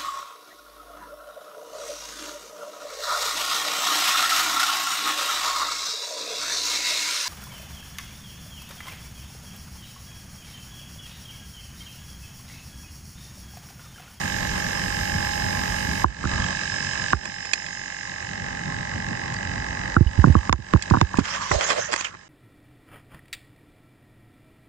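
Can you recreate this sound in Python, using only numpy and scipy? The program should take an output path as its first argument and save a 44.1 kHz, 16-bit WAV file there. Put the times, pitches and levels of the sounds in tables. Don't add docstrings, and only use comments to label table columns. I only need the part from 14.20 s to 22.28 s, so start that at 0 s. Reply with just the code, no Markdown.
import sys
import numpy as np
from scipy import signal
from scipy.fft import rfft, irfft, next_fast_len
from scipy.io import wavfile
from scipy.ndimage import uniform_filter1d, minimum_filter1d, map_coordinates

SR = 44100
rng = np.random.default_rng(int(sys.argv[2]) if len(sys.argv) > 2 else 0)


def bounce(signal):
    frames = np.transpose(np.atleast_2d(signal))
    limited = np.clip(frames, -1, 1)
    pcm = np.round(limited * 32767).astype(np.int16)
    wavfile.write(sys.argv[1], SR, pcm)


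N = 356372

# time in seconds, speed in turns per second.
SHAFT_SPEED = [(0, 46.6), (.5, 46.33), (1.2, 46.38), (1.7, 47.07), (2.1, 47.21), (2.9, 46.59),
               (4.05, 46.19), (4.5, 46.49), (6, 47.05), (6.5, 46.79), (7, 47.31)]
# time in seconds, level in dB.
CHURN = [(0, -1), (1.7, 0.5), (2.12, 2), (2.28, 1), (2.42, -7), (2.85, -6), (3.2, -15), (3.9, -14),
         (4.25, -4.5), (5.6, -0.5), (6.3, -10), (6.9, -11)]
HUM_PER_CHURN, GURGLE_PER_CHURN = 0.49, 0.4

# multiple of the shaft speed, relative level in dB.
HUM_ORDERS = [(1, -7.5), (2, -5), (4, -7), (12, -12), (13, -21)]
# multiple of the shaft speed, level in dB.
VANE_ORDERS = [(16, -11), (17, -1.5), (18, -1), (19, -3.5)]
VANE_ORDER = 18
# time in seconds, gain in dB.
VANE_SWELL = [(0, 4), (.65, 6), (1.2, 9.5), (1.7, 5.5), (2.2, 1.5)]
ORDER_PHASE = np.pi / 2
CHIRP_DB, HUM_DB, VANES_DB = -31, -38.5, -36.5

# frequency in Hz, level in dB per Hz.
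CHIRP_SPECTRUM = [(1350, -91.5), (1480, -46.5), (1530, -10.5), (1580, 2), (1640, 5), (1720, 4), (1765, 5),
                  (1815, -5), (1900, -26.5), (2050, -30), (2600, -99)]
# frequency in Hz, level in dB per Hz.
OVERTONE_SPECTRUM = [(1650, -64), (1800, -12), (1860, -7), (1955, 2), (2040, 0.5), (2100, -5.5),
                     (2200, -15), (2500, -74)]
# time in seconds, level in dB.
OVERTONE_LEVEL = [(0, -43), (1.7, -39), (2.1, -47), (2.85, -47.5), (3.2, -35), (3.8, -35), (5.6, -33.5),
                  (7, -45)]
# frequency in Hz, level in dB per Hz.
TAP_SPECTRUM = [(1700, -65), (2200, -8), (2480, 0.5), (2620, 13), (2780, -2), (2970, 1), (3300, -21),
                (4500, -62.5)]
# frequency in Hz, level in dB per Hz.
TICK_SPECTRUM = [(2400, -43), (3200, -9), (3500, -14.5), (3850, 2), (4400, -14), (7000, -5.5), (10000, -84)]
TAP_PLACE, TICK_PLACE, CHIRP_PLACE = .61, .66, .735
TAP_DB, TICK_DB = -41, -40.5
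TAP_ROUGH_DB = 1.6

# frequency in Hz, level in dB per Hz.
SEAL_SPECTRUM = [(1900, -63.5), (2130, 14.5), (2400, 1.5), (2640, -0.5), (2800, 2), (3000, -3.5),
                 (3250, -7.5), (3500, -3), (3900, -14.5), (4400, -13), (5900, 0), (6900, -10), (8000, -23),
                 (10000, -75)]
SEAL_DB = -38

# time in seconds, pitch in Hz, level in dB.
WHINE = [(0, 5160, -45), (.5, 5165, -38), (1.15, 5110, -34.5), (1.6, 5065, -38), (2.1, 5025, -47),
         (2.6, 5170, -32), (2.9, 5190, -39), (3.05, 5210, -40.5), (3.45, 5180, -38), (4.4, 5190, -52),
         (5.1, 4930, -47), (7, 4910, -53)]
# time in seconds, pitch in Hz, level in dB.
HIGH_WHINE = [(2.9, 6950, -70), (3.2, 6990, -47.5), (3.55, 6700, -42.5), (4.2, 6650, -52), (4.7, 6700, -66),
              (6, 6780, -69.5)]
SKIRT_WIDTH_HZ, SKIRT_DB = 330, 2

# frequency in Hz, level in dB per Hz.
SLOSH_SPECTRUM = [(15, -19), (30, -8.5), (48, -0.5), (70, 1.5), (120, -39), (300, -120)]
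# frequency in Hz, level in dB per Hz.
RUMBLE_SPECTRUM = [(20, -39.5), (35, -22.5), (55, -7), (90, 0.5), (175, -1), (290, -9.5), (420, -17.5),
                   (700, -20), (1500, -63.5), (3000, -120)]
# frequency in Hz, level in dB per Hz.
GURGLE_SPECTRUM = [(100, -120), (250, -4), (450, -4), (600, 0.5), (720, -4), (920, -2.5), (1060, 3.5),
                   (1170, -3), (1270, -0.5), (1400, -5.5), (1800, 4), (2300, -10.5), (4000, -42),
                   (9000, -120)]
# frequency in Hz, level in dB per Hz.
HISS_SPECTRUM = [(600, -120), (1200, -17), (2100, 0.5), (2650, 1.5), (3000, 4), (3450, -5.5), (3850, 1.5),
                 (4350, -6), (5050, 6.5), (5600, 0.5), (6900, 2), (8000, -4), (9100, -19.5), (9700, -32),
                 (10600, -120)]
RUMBLE_DB, GURGLE_DB, HISS_DB = -31.5, -33, -32.5
HISS_PATCHY_DB = 1.2
SLOSH_DB, SLOSH_PER_CHURN = -37.5, 2.7
SURGE_DB, SURGE_PLACE, SURGE_WIDTH = 3.5, .68, .08
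SURGE_TOP_HZ = 4270

# frequency in Hz, level in dB per Hz.
SIZZLE_SPECTRUM = [(7000, -23), (8800, 11), (9500, 6), (10300, -66), (11100, -0.5), (12700, 8), (13000, -9),
                   (13400, -3), (14000, -39), (15100, -8), (16000, -49)]

# start in seconds, then hum, middle and treble lost in dB.
FILMS = [(1.843, 4, -1.5, 0.5), (2.932, 2, 8.5, 7), (5.767, -8, 4, 1.5)]
CLEAR_S = 3.46
LEAVE_S, LEAVE_DB_PER_S = 6.89, 10.5
PUMP_LEAVE_DB_PER_S = 5.5

# start in seconds, level in dB, hardness from 0 to 1, ring in Hz,
# upper ring over the ring in dB, thump decay in seconds.
DROPS_AND_KNOCKS = [(1.8432, 3.5, 0.93, 1024, -11.5, 0.05), (2.04, -10, 0.75, 1230, -9, 0.031),
                    (2.054, -7.5, 0.62, 1290, 4, 0.017), (2.9323, -9, 0.93, 1200, -1.5, 0.041),
                    (5.7655, 5.5, 0.76, 1358, -32, 0.026), (5.8079, 9.5, 0.32, 1050, -9, 0.021),
                    (5.862, 1.5, 0.04, 1050, -12, 0.023), (5.978, -8.5, 0.08, 1050, -9, .015),
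                    (5.989, 1.5, 0.16, 1050, -12, 0.029), (6.0409, 2.5, 0.72, 1046, -4, 0.015),
                    (6.0502, 2, .3, 1050, -5, 0.012), (6.071, 0, 0.46, 1180, -9, .016),
                    (6.079, -2, 0.51, 1050, -8, 0.044), (6.099, 0.5, 0.3, 1050, -9, 0.035),
                    (6.1522, 2.5, .69, 1105, -15, 0.0053), (6.1603, 0, 0.2, 1050, -9, 0.032),
                    (6.294, 5, 0.79, 1116, -8, 0.042), (6.3277, 0.5, 0.9, 998, -8, 0.037),
                    (6.3357, -9, 0.76, 1120, -12, 0.011), (6.388, -10, 0.4, 900, -12, 0.013),
                    (6.397, -12, .4, 900, -12, 0.028), (6.5373, 1, 0.69, 1060, -11.5, 0.008),
                    (6.5463, 4.5, .27, 1050, -9, 0.024), (6.5598, -8, 0.68, 966, -6, 0.014),
                    (6.7092, -4, 0.69, 1020, -8, 0.014), (6.7176, 2.5, 0.2, 1050, -9, 0.016),
                    (6.7373, -15.5, 0.9, 900, -6.5, 0.013), (6.7438, -9.5, 0.8, 1030, -6, 0.012),
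                    (6.752, -12, 0.8, 1000, -9, 0.016), (6.77, -7.5, 0.71, 1010, -6, 0.016),
                    (6.8136, -1.5, 0.8, 960, -14, 0.014), (6.8226, 0, 0.2, 1050, -9, 0.027),
                    (6.9413, -20.5, 0.9, 1010, -7, .018), (6.985, -3.5, 0.66, 910, -12, 0.014),
                    (6.9912, -14.5, 0.79, 1060, -1, .02), (7.007, -10, 0.5, 1100, 7, 0.02),
                    (7.313, -13, 0.81, 1050, -5, 0.031), (7.358, -10.5, 0.06, 1050, -7, 0.021)]
RING_DB, RING_POWER = 17.5, 5.98
REST_HZ, HARD_HZ, SLACKEN_S = 54.1, 645, 0.017
THUMP_DB = -3.5
SOFT_ATTACK_S = 0.00085
THUMP_SKEW = 0.055
HOLLOW_HZ, HOLLOW_DB, HOLLOW_LIFE_S = 350.6, -11, .011

# start in seconds, end in seconds, first pitch in Hz, last pitch in Hz, width in Hz,
# level in dB.
SLIDING_BANDS = [(1.99, 2.359, 1283, 1150, 330.7, -36), (6.09, 6.305, 942, 1130, 405, -37),
                 (6.89, 7.062, 1115, 1010, 305, -37), (7.057, 7.165, 5200, 5600, 920, -28),
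                 (7.132, 7.31, 1146, 1027, 301, -28.5), (7.33, 7.422, 649, 569, 180, -21.5),
                 (7.402, 7.509, 6260, 7130, 1400, -24.5), (7.407, 7.499, 1500, 1880, 500, -30.5),
                 (7.485, 7.541, 1283, 1010, 400, -29), (7.56, 7.608, 542, 580, 250, -19),
                 (7.567, 7.698, 6220, 6540, 1930, -26.5), (7.58, 7.688, 1535, 1887, 505, -27.5),
                 (7.684, 7.717, 645, 510, 254, -24.5), (7.769, 7.833, 6300, 7000, 1296, -28),
                 (7.838, 7.874, 2945, 2360, 786, -20.5), (7.851, 7.962, 1795, 1030, 503, -44)]

# start in seconds, pitch in Hz, level in dB.
PLINKS = [(2.239, 3250, -20.5), (5.163, 4630, -24), (5.872, 2950, -18.5), (6.18, 3070, -29.5)]
PLINK_LIFE_S = 0.004

# start in seconds, level in dB,
# ring of the case over the crack in dB.
CRACKS = [(2.932, 5.5, -30), (6.295, 13, -20.5), (6.3269, 8.5, -2.5), (6.5366, 8.5, -32),
          (6.8131, 7, -12.5)]
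CRACK_HZ, CRACK_LIFE_S = 1380, 0.00027
# frequency in Hz, relative level in dB, decay in seconds.
CASE_MODES = [(2160, 7, 0.00086), (2700, -9.5, 0.00082), (3560, 2, 0.0011), (5200, 2.5, 0.00085),
              (6650, -7, 0.0033)]

# start in seconds, level in dB, dull body over that level in dB.
TICKS = [(3.054, -23, -2.5), (3.253, -26, -4), (3.3339, -6.5, -14), (3.463, -25, -15), (5.1392, -24, -17),
         (6.623, -14.5, -26), (6.7, -21, -10), (6.9712, -21.5, -11), (6.99, -20.5, -8), (7.3146, -18, 8.5),
         (7.3223, -24, -9.5), (7.5018, -14, 1), (7.5174, -29, 10.5), (7.7218, -21, -0.5), (7.7298, -17, 2),
         (7.7374, -16.5, 4), (7.7607, -17, -0.5), (7.8083, -19.5, -5), (7.924, -48, 6), (7.94, -47, 15),
         (7.949, -46.5, 14)]
# frequency in Hz, level in dB, time to fall 60 dB in seconds.
PLASTIC_MODES = [(1760, -5, 0.018), (2160, -2, 0.02), (2530, 3.5, 0.023), (3330, -4.5, 0.02),
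                 (4426, -10, 0.02), (4770, -6, 0.016), (5160, -11, .018), (6950, 1.5, 0.023),
                 (7920, -3, 0.015)]
# frequency in Hz, level in dB per Hz.
CRUNCH_SPECTRUM = [(300, -120), (900, -22), (1800, -6), (2550, -2.5), (2900, -18), (3350, -10.5),
                   (3900, -7.5), (4700, 0.5), (5800, -11), (6800, -1), (8000, -12), (9000, -24),
                   (11500, -120)]
CRUNCH_DB = -0.5

# start in seconds, end in seconds, rub in dB,
# bright scrape over the rub in dB, dull scuff over the rub in dB.
STROKES = [(6.984, 7.05, -36, -1, -14), (7.05, 7.152, -27.5, -6, -12), (7.15, 7.309, -32.5, -2, -13),
           (7.312, 7.345, -34.5, 5, 12), (7.335, 7.402, -33.5, 1.5, 2.5), (7.405, 7.522, -26, -3, -4.5),
           (7.525, 7.608, -30, -3, -1), (7.6, 7.703, -35, -5, -11), (7.712, 7.748, -30, 0, -6),
           (7.775, 7.806, -29.5, -4.5, -12), (7.841, 7.85, -27.5, -4.5, -12)]
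STROKE_ATTACK_S, STROKE_RELEASE_S = 0.0048, 0.023
# frequency in Hz, level in dB per Hz.
RUB_SPECTRUM = [(400, -120), (800, -4.5), (1080, -0.5), (1300, -1.5), (1750, -0.5), (2150, -3.5),
                (3200, -6.5), (3800, -17.5), (5000, -22), (9000, -120)]
# frequency in Hz, level in dB per Hz.
SCRAPE_SPECTRUM = [(1500, -120), (3200, -10.5), (4200, -9), (5200, -4.5), (6900, -7), (7800, -15),
                   (9100, -24.5), (10600, -120)]
# frequency in Hz, level in dB per Hz.
SCUFF_SPECTRUM = [(80, -120), (200, -32), (400, -10.5), (580, 0), (760, -7), (1100, -12), (4000, -120)]
# frequency in Hz, level in dB per Hz.
CRACKLE_SPECTRUM = [(300, -62), (600, -19), (1200, -1), (2000, 5), (3200, 0.5), (4000, -15), (5000, -4),
                    (7000, -5.5), (8500, -24), (10500, -89)]
FRICTION_GRAINS = 5000
CRACKLE_RATE, CRACKLE_DB = 420, -8

# start in seconds, level in dB.
BUMPS = [(6.9867, -7.5), (7.311, -25)]
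# frequency in Hz, relative level in dB, decay in seconds.
TUB_MODES = [(220, -7.5, 0.012), (270, 11, 0.005), (378, 3, 0.0024)]

# frequency in Hz, left minus right in dB.
SHADE = [(60, -3.5), (200, 1), (500, -5.5), (830, -9), (1100, -1), (1700, -6), (2050, -1), (2550, -16),
         (3100, -3.5), (4200, -13), (7000, -16), (9000, -2.5), (10000, -2)]
# frequency in Hz, correlation from -1 to 1.
ALIKE = [(60, 1), (1000, 0.083), (3000, 0.026), (7000, 0.034), (9000, 0.067), (10000, 0.25)]
# frequency in Hz, lag in seconds.
PORT_LAG = [(200, 0.00049), (500, 0.00073), (1050, 0.00077), (1700, 0.0006526)]
TOP_HZ = 16000


def amp(db):
    return np.exp(np.asarray(db) * (np.log(10) / 20))


def unit(x):
    return x / np.sqrt(np.mean(x ** 2) + 1e-20)


def along(points, hz):
    f, v = np.transpose(points)
    return np.interp(np.log(hz + 1), np.log(f + 1), v)


def clock():
    return np.arange(N) / SR


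def curves(rows):
    s, *columns = np.transpose(rows)
    return [np.interp(clock(), s, column) for column in columns]


def wobble(rate):
    steps = np.arange(0, N * rate / SR + 1, 1 / 8)
    knots = rng.standard_normal(int(steps[-1]) + 4)
    return np.interp(clock() * rate, steps, map_coordinates(knots, [steps]))


def filtered(x, response):
    m = next_fast_len(N + SR // 4)
    return irfft(rfft(x, m) * response(np.fft.rfftfreq(m, 1 / SR)), m)[..., :N]


def shaped(x, spectrum):
    return filtered(x, lambda hz: amp(along(spectrum, hz)))


def add(track, s, sound):
    part = track[..., round(s * SR):][..., :sound.shape[-1]]
    part += sound[..., :part.shape[-1]]


def coloured(pair, spectrum):
    def mid_side(hz):
        likeness = np.clip(along(ALIKE, hz), -1, 1)
        return amp(along(spectrum, hz)) * np.sqrt((1 + np.outer([1, -1], likeness)) / 2)

    mid, side = filtered(pair, mid_side)
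    return unit(np.array([mid + side, mid - side]))


def rush(spectrum, patchy_db):
    z = signal.stft(rng.standard_normal((2, N)), nperseg=512)[2]
    patches = uniform_filter1d(rng.standard_normal(z.shape[1:]), size=5, axis=0)
    patches = uniform_filter1d(patches, size=8, axis=1)
    noise = signal.istft(z * amp(patchy_db * unit(patches)), nperseg=512)[1][:, :N]
    return coloured(noise, spectrum)


def grains(spectrum, rate, spread_db):
    size = amp(spread_db * np.clip(rng.standard_normal(N), -2, 2))
    hits = (rng.random(N) < rate / SR) * size
    return coloured(hits * rng.standard_normal((2, N)), spectrum)


def pulses(turns, place, spectrum, rough_db):
    at = np.interp(np.arange(int(turns[-1]) - 1) + place, turns, np.arange(N))
    near = at.astype(int)[:, None] + np.arange(-8, 8)
    size = amp(rough_db * rng.standard_normal((len(at), 1)))
    taps = size * np.sinc(near - at[:, None])
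    train = np.bincount(np.clip(near, 0, N - 1).ravel(), taps.ravel(), N)
    return unit(shaped(train, spectrum))


def tones(turns, orders):
    out = {}
    for order, db in orders:
        phase = 2 * np.pi * round(order) * turns + ORDER_PHASE * order ** 2
        out[round(order)] = amp(db + 0.71 * wobble(2.4)) * np.cos(phase)
    return out


def pump(turns, churn_db, hum_lost, middle_lost):
    (swell_db,), (overtone_db,) = curves(VANE_SWELL), curves(OVERTONE_LEVEL)
    chirp = amp(CHIRP_DB) * pulses(turns, CHIRP_PLACE, CHIRP_SPECTRUM, rough_db=0.67)
    tap = amp(TAP_DB) * pulses(turns, TAP_PLACE, TAP_SPECTRUM, rough_db=TAP_ROUGH_DB)
    tick = amp(TICK_DB) * pulses(turns, TICK_PLACE, TICK_SPECTRUM, rough_db=TAP_ROUGH_DB)
    overtone = pulses(turns, CHIRP_PLACE, OVERTONE_SPECTRUM, rough_db=0.5)
    overtone = overtone + amp(-8.5) * pulses(turns, .3, OVERTONE_SPECTRUM, rough_db=0.5)
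    rubbing = chirp + tap + tick + amp(overtone_db) * unit(overtone)
    hum = amp(HUM_DB - hum_lost) * unit(sum(tones(turns, HUM_ORDERS).values()))
    vanes = tones(turns, VANE_ORDERS)
    vanes[VANE_ORDER] = amp(swell_db) * vanes[VANE_ORDER]
    singing = amp(VANES_DB) * sum(vanes.values())
    return amp(-middle_lost) * rubbing + amp(HUM_PER_CHURN * churn_db) * (hum + singing)


def seal(turns):
    face = rng.standard_normal(800)
    rough = map_coordinates(face, [turns % 1 * len(face)], mode="grid-wrap")
    return unit(shaped(rough, SEAL_SPECTRUM))


def narrow(hz, width_hz):
    phase = 2 * np.pi * np.cumsum(hz) / SR
    return unit(wobble(width_hz) * np.cos(phase) + wobble(width_hz) * np.sin(phase))


def whine():
    (hz, db), (high_hz, high_db) = curves(WHINE), curves(HIGH_WHINE)
    phase = 2 * np.pi * np.cumsum(hz + 9 * wobble(25)) / SR
    core = amp(1.9 * wobble(15)) * np.sin(phase)
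    whistle = unit(unit(core) + amp(SKIRT_DB) * narrow(hz, SKIRT_WIDTH_HZ))
    return amp(db) * whistle + amp(high_db) * narrow(high_hz, width_hz=800)


def water(turns, churn_db, gurgle_lost, treble_lost):
    slosh_db = SLOSH_DB + SLOSH_PER_CHURN * churn_db + 1.8 * wobble(9.3)
    rumble_db = RUMBLE_DB + churn_db + 0.42 * wobble(14)
    gurgle_db = GURGLE_DB + GURGLE_PER_CHURN * churn_db - gurgle_lost + 1.45 * wobble(25)
    slosh = amp(slosh_db) * rush(SLOSH_SPECTRUM, patchy_db=0.0)
    rumble = amp(rumble_db) * rush(RUMBLE_SPECTRUM, patchy_db=2.5)
    gurgle = amp(gurgle_db) * rush(GURGLE_SPECTRUM, patchy_db=1.0)
    from_surge = (turns - SURGE_PLACE + .5) % 1 - .5
    surge = amp(SURGE_DB * np.exp(-.5 * (from_surge / SURGE_WIDTH) ** 2))
    hiss = rush(HISS_SPECTRUM, patchy_db=HISS_PATCHY_DB)
    hiss = hiss + filtered((surge - 1) * hiss, lambda hz: 1 / (1 + (hz / SURGE_TOP_HZ) ** 10))
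    return slosh + rumble + gurgle + amp(HISS_DB - treble_lost) * hiss


def wet_port():
    t, lost = clock(), np.zeros((3, N))
    for s, hum_db, middle_db, treble_db in FILMS:
        on = t > s
        thinning = np.exp(-np.abs(t - s) / CLEAR_S)
        lost += [on * hum_db, on * middle_db * thinning, on * treble_db]
    return lost


def machine():
    (speed,), (churn_db,) = curves(SHAFT_SPEED), curves(CHURN)
    turns = np.cumsum(speed) / SR
    hum_lost, middle_lost, treble_lost = wet_port()
    away_s = np.maximum(clock() - LEAVE_S, 0)
    gurgle_lost = 0.098 * hum_lost + 0.53 * middle_lost
    motor = pump(turns, churn_db, hum_lost, middle_lost)
    motor = motor + amp(SEAL_DB - treble_lost) * seal(turns) + whine()
    receding = amp(-PUMP_LEAVE_DB_PER_S * away_s) * motor
    return amp(-LEAVE_DB_PER_S * away_s) * (receding + water(turns, churn_db, gurgle_lost, treble_lost))


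def sizzle():
    whistle = np.zeros(N)
    for hz, db in [(12247, -62), (12527, -64)]:
        whistle += amp(db + 2.6 * wobble(3)) * np.sin(2 * np.pi * hz * clock() + .5 * wobble(14.5))
    before_drops = clock() < DROPS_AND_KNOCKS[0][0]
    return before_drops * (whistle + amp(-48.0) * rush(SIZZLE_SPECTRUM, patchy_db=2.5))


def drops_and_knocks():
    t = np.arange(SR // 25) / SR
    decay = np.exp(-(t / 0.0025) ** 2) + 0.074 * np.exp(-t / 0.0065)
    swell = (1 - np.exp(-t / 0.00062)) ** 2 * decay
    knock = 0.25 * np.sin(2 * np.pi * 760 * t) * np.exp(-t / 0.0032)
    knock = knock + 0.062 * np.sin(2 * np.pi * 330 * t) * np.exp(-t / 0.008)
    knock = knock * (1 - np.exp(-t / 0.00013))
    ring, slap = np.zeros((2, N))
    for s, db, hardness, hz, upper_db, _ in DROPS_AND_KNOCKS:
        size = amp(db + RING_DB) * np.clip(hardness, 0, 1) ** RING_POWER
        modes = np.sin(2 * np.pi * hz * t) + amp(upper_db) * np.sin(2 * np.pi * 1400 * t)
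        add(ring, s, size * swell * modes)
        add(slap, s + 0.00083, size * knock)
    return ring * amp([[-2], [0]]) + slap * amp([[-9], [0]])


def thumps():
    t = np.arange(SR // 6) / SR
    push, splat = np.zeros((2, N))
    for s, db, hardness, _, _, life in DROPS_AND_KNOCKS:
        attack_s = SOFT_ATTACK_S * np.clip(1 - hardness, .1, 1)
        swing = (1 - np.exp(-t / attack_s)) * np.exp(-(t / life) ** 2)
        start_hz = REST_HZ + HARD_HZ * np.clip(hardness, 0, 1)
        period = 1 / REST_HZ + (1 / start_hz - 1 / REST_HZ) * np.exp(-t / SLACKEN_S)
        phase = 2 * np.pi * np.cumsum(1 / period) / SR
        skewed = np.sin(phase) - THUMP_SKEW * swing * np.cos(2 * phase)
        add(push, s + 0.00094, amp(db + THUMP_DB) * swing * skewed)
        hollow_hz = HOLLOW_HZ * (1 + .07 * rng.standard_normal())
        hollow = np.exp(-t / HOLLOW_LIFE_S) * np.sin(2 * np.pi * hollow_hz * t)
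        add(push, s + .002, amp(db + HOLLOW_DB) * hardness * hollow)
        add(splat, s, amp(db - 19.0) * hardness * np.exp(-t / 0.011))
    splat = splat * unit(shaped(rng.standard_normal(N), SCUFF_SPECTRUM))
    splat = filtered(splat, lambda hz: 1 / (1 + 1j * hz / 600) ** 2)
    return (push + splat) * amp([[-13], [0]])


def sliding_bands():
    out = np.zeros(N)
    for start, end, from_hz, to_hz, width_hz, db in SLIDING_BANDS:
        u = np.linspace(0, 1, max(round((end - start) * SR), 2))
        knots = int(len(u) * width_hz / SR) + 2
        jitter = unit(np.interp(u, np.linspace(0, 1, knots), rng.standard_normal(knots)))
        tone = np.sin(2 * np.pi * np.cumsum(from_hz + (to_hz - from_hz) * u) / SR)
        add(out, start, amp(db) * np.sin(np.pi * u) * jitter * tone)
    return filtered(out, lambda hz: 1 / (1 + (hz / 8500) ** 30))


def plinks():
    t, out = np.arange(SR // 20) / SR, np.zeros(N)
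    shape = (1 - np.exp(-t / 0.00086)) * np.exp(-t / PLINK_LIFE_S)
    for s, hz, db in PLINKS:
        add(out, s, amp(db) * shape * np.sin(2 * np.pi * hz * t))
    return out


def cracks():
    t, out = np.arange(SR // 50) / SR, np.zeros(N)
    spike = np.sin(2 * np.pi * CRACK_HZ * t) * np.exp(-t / CRACK_LIFE_S)
    case = sum(amp(db) * np.sin(2 * np.pi * hz * t) * np.exp(-t / life) for hz, db, life in CASE_MODES)
    case = case * (1 - np.exp(-t / 0.00014))
    for s, db, case_db in CRACKS:
        add(out, s, amp(db) * (spike + amp(case_db) * case))
    return filtered(out, lambda hz: 1 / (1 + 1j * hz / 11000) ** 2) * amp([[-7], [0]])


def ticks():
    t = np.arange(SR // 20) / SR
    shape = (1 - np.exp(-t / 0.0013)) * amp(-60 * t / 0.026)
    bright, dull, ring = np.zeros((3, N))
    for s, db, body_db in TICKS:
        modes = np.zeros(len(t))
        for hz, level, t60 in PLASTIC_MODES:
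            decay = amp(level + rng.normal(0, 2.1) - 60 * t / t60)
            modes += decay * np.sin(2 * np.pi * (hz * t + rng.random()))
        add(ring, s, amp(db - 4) * (1 - np.exp(-t / 0.00062)) * modes)
        add(bright, s, amp(db + CRUNCH_DB) * shape)
        add(dull, s, amp(db + body_db) * shape)
    crunch = bright * coloured(rng.standard_normal((2, N)), CRUNCH_SPECTRUM)
    body = amp(3.0) * dull * coloured(rng.standard_normal((2, N)), GURGLE_SPECTRUM)
    return ring + crunch + body


def handling():
    t, level = clock(), np.zeros((3, N))
    for start, end, db, scrape_db, scuff_db in STROKES:
        shape = np.clip((t - start) / STROKE_ATTACK_S, 0, 1)
        shape = shape * np.exp(-np.maximum(t - end, 0) / STROKE_RELEASE_S)
        level = np.maximum(level, np.outer(amp([db, db + scrape_db, db + scuff_db]), shape))
    rub = level[0] * grains(RUB_SPECTRUM, rate=FRICTION_GRAINS, spread_db=3)
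    scrape = level[1] * rush(SCRAPE_SPECTRUM, patchy_db=3)
    scuff = level[2] * grains(SCUFF_SPECTRUM, rate=2100, spread_db=0.0)
    crackle = level[0] * amp(CRACKLE_DB) * grains(CRACKLE_SPECTRUM, rate=CRACKLE_RATE, spread_db=4.5)
    return amp(2.43 * wobble(45)) * (amp(-0.5) * rub + scrape + scuff + crackle)


def bumps():
    t, out = np.arange(SR // 10) / SR, np.zeros(N)
    ring = sum(amp(db) * np.sin(2 * np.pi * hz * t) * np.exp(-t / life) for hz, db, life in TUB_MODES)
    ring = (1 - np.exp(-t / 0.00054)) * ring
    for s, db in BUMPS:
        add(out, s, amp(db) * ring)
    return out * amp([[-9], [0]])


def scene():
    around = machine() + ticks() + plinks() + handling() + sliding_bands()
    shaded = filtered(around, lambda hz: np.array([amp(along(SHADE, hz)), np.ones_like(hz)]))
    left, right = shaded + drops_and_knocks() + cracks() + thumps() + bumps()
    late_left = filtered(left, lambda hz: np.exp(-2j * np.pi * hz * along(PORT_LAG, hz)))
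    return np.array([late_left, right]) + sizzle()


def limiter(x, ceiling_db, hold, release_db):
    need = np.minimum(ceiling_db - 20 * np.log10(np.abs(x).max(axis=0) + 1e-9), 0)
    half, ahead = int(hold * SR / 2), SR // 400
    held = minimum_filter1d(need, 2 * half + 1, origin=half)
    climb = release_db * clock()
    gain_db = np.minimum.accumulate(held - climb) + climb
    early = minimum_filter1d(gain_db, 2 * ahead)
    return x * amp(uniform_filter1d(early, 2 * ahead))


def record(dry):
    limited = limiter(dry, ceiling_db=0.36, hold=0.079, release_db=82.0)
    return filtered(limited, lambda hz: hz < TOP_HZ)


dry = scene()
out = record(dry)
bounce(out)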